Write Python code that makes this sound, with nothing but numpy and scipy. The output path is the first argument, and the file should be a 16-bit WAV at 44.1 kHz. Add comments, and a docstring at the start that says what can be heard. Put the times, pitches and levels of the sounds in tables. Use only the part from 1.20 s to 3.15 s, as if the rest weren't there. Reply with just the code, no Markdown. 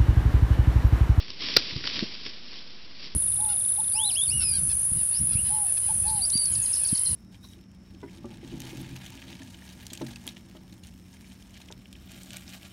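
"""Leaves crackle and swish as a wild boar pushes through forest undergrowth, close past and away.
Its body brushes the foliage, twigs tick, one dry stick snaps fibre by fibre, and hooves thud on
soft ground. Ticks and snap echo faintly from trunks and bank, over the hush of the forest.
A trail camera's small microphone dulls everything above about 6 kHz and overloads on the snap."""
import sys
import numpy as np
from scipy import signal
from scipy.fft import rfft, irfft
from scipy.io import wavfile

SR = 44100
rng = np.random.default_rng(int(sys.argv[2]) if len(sys.argv) > 2 else 0)


def put_to_file(sound):
    """Save the sound as 16-bit audio at rate SR, in the file named by the first command-line argument."""
    columns = np.atleast_2d(sound).T  # one column per channel
    safe = np.clip(columns, -1, 1)
    whole_steps = np.round(safe * 32767)
    wavfile.write(sys.argv[1], SR, whole_steps.astype(np.int16))


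N = 85995
TIME = np.arange(N) / SR

# bright tone of dry leaves: f/Hz, relative level/dB
LEAF_SPECTRUM = [(100, -34), (350, -12.5), (520, -12.5), (800, -19.5), (1050, -11), (1400, -14),
                 (2200, -4.5), (3200, -1), (4200, -1.5), (4800, 1), (5500, -2.5), (6000, -14.5)]
# hollow tone of breaking wood: f/Hz, relative level/dB
WOOD_SPECTRUM = [(100, -21), (350, -3), (750, -15), (1150, -12), (1650, -3), (2300, -2.5), (3500, -9.5),
                 (6000, -38.5)]


def leaf_rustle(crackles_per_s=4000, spread_db=3, hiss_share=0.5, flutter_db=1.35):
    """The body brushes leaves: tiny crackles over a rubbing hiss; trodden litter adds a low scuff."""
    # swells of the body against the leaves: t/s, level/dB
    swells = [(0, -39.5), (.06, -46.5), (.12, -43.5), (.17, -47), (.225, -32.5), (.28, -32), (.39, -33),
              (.44, -35), (.54, -36.5), (.628, -42), (.652, -33.5), (.685, -34.5), (.74, -34.5),
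              (.775, -31), (.83, -36), (.9, -41.5), (.945, -40), (.99, -45), (1.045, -43.5), (1.068, -36.5),
              (1.115, -45), (1.21, -48.5), (1.39, -44), (1.43, -49.5), (1.76, -52), (1.81, -46),
              (1.835, -42), (1.87, -42), (1.92, -49.5), (1.95, -53)]
    # dull tone of trodden litter: f/Hz, relative level/dB
    litter_spectrum = [(25, -12), (70, 3), (120, -5.5), (200, 1.5), (340, -0.5), (500, -9), (750, -17),
                       (2000, -36)]
    level_db = np.interp(TIME, *np.transpose(swells))
    sizes = amp(spread_db * np.minimum(rng.exponential(1, N), 5))
    crackles = sizes * rng.choice([-1, 1], N) * (rng.random(N) < crackles_per_s / SR)
    rub = np.sqrt(1 - hiss_share) * unit(crackles) + np.sqrt(hiss_share) * rng.standard_normal(N)
    leaves = colour(rub * amp(level_db + flutter_db * wander(rate_hz=68)), LEAF_SPECTRUM)
    treble = signal.filtfilt(*signal.butter(2, 4000, "high", fs=SR), leaves)
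    leaves += treble * (amp(3 * TIME / TIME[-1]) - 1)  # 3 dB more treble as the boar moves off
    scuff_db = -47 + 0.75 * (level_db + 34)  # follows the swells, more gently
    return leaves + colour(rng.standard_normal(N), litter_spectrum) * amp(scuff_db)


def stick_snap(size=3000, ring_rise_s=0.00017, splinter_decay_s=0.00035, knock_rise_s=0.0015):
    """Fractures in quick succession splinter and ring the stick, which springs back with a knock."""
    # fibres giving way one after another: t/s, ring level/dB, splinter level/dB
    fractures = [(0.3653, -4, 0.5), (.3670, 0.5, -12), (.3681, -14.5, -0.5), (0.3696, 3.5, -10),
                 (.3710, -1, -9), (.3720, -22, -10.5)]
    # ringing modes of the stick: f/Hz, relative level/dB, t60/s
    modes = [(620, -26, .018), (930, -28, .012), (1400, -19, 0.018), (2170, -23.5, 0.013),
             (2610, -12.5, 0.0092), (4100, -6.5, 0.0097), (4710, 3, 0.0054), (5400, -7, .005)]
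    rings, splinters, t = np.zeros(N), np.zeros(N), TIME[:size]
    for start, ring_db, splinter_db in fractures:
        detunes = 1 + .01 * rng.standard_normal(len(modes))
        ring = sum(amp(db - 60 * t / t60) * np.sin(2 * np.pi * hz * detune * t)
                   for (hz, db, t60), detune in zip(modes, detunes))
        add(rings, start, amp(ring_db - 1) * ring * (1 - np.exp(-t / ring_rise_s)))
        add(splinters, start, amp(splinter_db + 1) * noise_burst(splinter_decay_s, size))
    crack = rings + colour(splinters, WOOD_SPECTRUM)
    snap = signal.lfilter(*signal.butter(2, 443, "high", fs=SR), crack)
    swing = t / knock_rise_s * np.exp(1 - t / knock_rise_s)
    knock = -amp(-15.5) * swing * np.sin(2 * np.pi * 396.3 * t)
    add(snap, .367, knock)
    return snap


def twig_ticks():
    """Each twig gives one sharp tick and a quick crumble; thicker ones sound woodier."""
    # twigs and dry leaves breaking: t/s, level/dB, woody body offset/dB, crumble decay/s
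    breaks = [(.0822, -37, -10, .0015), (.1042, -27.5, -16, 0.00038), (.2215, -27, -2, .002),
              (.2865, -25, -7, .002), (.5095, -31, -2, .002), (.564, -28, -11, .004),
              (.6085, -33.5, 5, .002), (0.6407, -23.5, 4, 0.003), (.6548, -26.5, -5.5, .002),
              (0.6711, -25.5, -11, 0.0024), (0.6746, -18, -3, 0.0016), (.6997, -28, -9, 0.00093),
              (.7575, -28, -6.5, .004), (.7925, -21.5, -3.5, 0.0012), (.9435, -34.5, -13, .001),
              (1.053, -35, -7, .001), (1.0642, -26, -2, .002), (1.332, -35, 0.5, .004),
              (1.828, -36, -8, 0.005)]
    bright, woody = np.zeros(N), np.zeros(N)
    for start, db, body_db, decay_s in breaks:
        crumble = noise_burst(decay_s, size=900)
        crumble[0] += .8  # the opening tick
        add(bright, start, amp(db + 16) * crumble)
        add(woody, start, amp(db + body_db + 7) * crumble)
    return colour(bright, LEAF_SPECTRUM) + colour(woody, WOOD_SPECTRUM)


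def ground_thuds(size=2000, soil_t60=0.068):
    """A short low push into soft soil, followed by the crumbling of the ground around it."""
    # hooves and the stick's ends landing: t/s, level/dB, f/Hz, soil offset/dB, soil f/Hz
    landings = [(.095, -43.5, 90, -2, 130), (0.299, -33.5, 350, -4.5, 250), (.373, -29.5, 420, -4.5, 330),
                (.379, -31, 125, -8, 150), (0.53, -35, 118, -9, 250), (0.5641, -23, 120, -6, 190),
                (0.5783, -28.5, 140, -8.5, 200), (.618, -41, 80, -2, 230), (.6505, -34, 260, -2, 120),
                (0.765, -39, 95, -8, 200), (.785, -35, 230, -1, 330), (0.8275, -18, 235, -8.5, 375),
                (.8328, -24, 175, -3, 190), (1.063, -39.5, 230, -3, 280), (1.865, -44, 240, 0.5, 280)]
    thuds, t = np.zeros(N), TIME[:size] - TIME[size // 2]
    for centre, db, hz, soil_db, soil_hz in landings:
        blow = pressure_pulse(t, hz)
        soil = signal.fftconvolve(pressure_pulse(t, soil_hz), diffuse_tail(soil_t60))
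        soil *= np.linalg.norm(blow) / np.linalg.norm(soil)
        add(thuds, centre + t[0], amp(db) * blow)
        add(thuds, centre + t[0] + .5 / hz, amp(db + soil_db) * soil)  # half a cycle later
    return thuds


def trunk_echo(sound, level_db=-14.5, t60=.16):
    """Trunks and bank scatter a sharp sound into a faint, short tail."""
    return amp(level_db) * signal.fftconvolve(sound, diffuse_tail(t60))[:N]


def forest_hush(level_db=-50):
    """A steady bed of soft noise, weighted to the low end."""
    # tone of the quiet forest: f/Hz, relative level/dB
    hush_spectrum = [(20, -7.5), (45, -2.5), (110, -9.5), (200, -0.5), (400, -11.5), (750, -13.5),
                     (1300, -13.5), (3200, -11.5), (5000, -11), (6000, -16)]
    return amp(level_db) * colour(rng.standard_normal(N), hush_spectrum)


def pressure_pulse(t, hz):
    """One smooth push centred on t = 0, its spectrum broad around hz."""
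    u = (np.pi * hz * t) ** 2
    return (1 - 2 * u) * np.exp(-u)


def noise_burst(decay_s, size):
    """Noise of unit energy that falls to 1/e in decay_s."""
    burst = rng.standard_normal(size) * np.exp(-TIME[:size] / decay_s)
    return burst / np.linalg.norm(burst)


def diffuse_tail(t60):
    """A noise tail that dies by 60 dB in t60 seconds."""
    return noise_burst(t60 / np.log(1000), size=12000)


def wander(rate_hz):
    """Smooth random motion of rms 1, rolling off above rate_hz."""
    rolloff = np.exp(-(np.fft.rfftfreq(N, 1 / SR) / rate_hz) ** 2)
    return unit(irfft(rfft(rng.standard_normal(N)) * rolloff, N))


def colour(x, spectrum, size=2048):
    """Shapes the tone with a minimum-phase filter of unit energy, keeping attacks sharp."""
    hz, db = np.transpose(spectrum)
    f = abs(np.fft.fftfreq(size, 1 / SR))
    log_gain = np.log(amp(np.interp(np.log(f + 1), np.log(hz + 1), db)))
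    response = np.exp(np.conj(signal.hilbert(log_gain)))
    taps = np.fft.ifft(response).real[:size // 2]
    return signal.fftconvolve(x, taps / np.linalg.norm(taps))[:len(x)]


def amp(db):
    """Decibels to gain."""
    return 10 ** (np.asarray(db) / 20)


def unit(x):
    """Scales to rms 1."""
    return x / np.sqrt(np.mean(x ** 2) + 1e-20)


def add(mix, start_s, sound):
    """Mixes a sound in at start_s."""
    part = mix[max(round(start_s * SR), 0):][:len(sound)]
    part += sound[:len(part)]


def scene():
    """Rustle, breaking wood and thuds over the hush, in mono; only the breaks echo."""
    breaks = twig_ticks() + stick_snap()
    forest = trunk_echo(breaks) + forest_hush()
    return (leaf_rustle() + breaks + ground_thuds() + forest)[None]


def record(dry, mic_edge_hz=5850, bias=.01, overload=.72, band_edge_hz=16500):
    """A narrow-band microphone, a slightly off-centre input that clips hard, then a final low-pass."""
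    mic_filter = signal.firwin(161, mic_edge_hz, window=("kaiser", 7), fs=SR)
    band_filter = signal.firwin(511, band_edge_hz, window=("kaiser", 9), fs=SR)
    heard = signal.oaconvolve(dry, mic_filter[None], "same")
    clipped = np.clip(heard + bias, -overload, overload)
    return signal.oaconvolve(clipped, band_filter[None], "same")


dry = scene()
out = record(dry)
put_to_file(out)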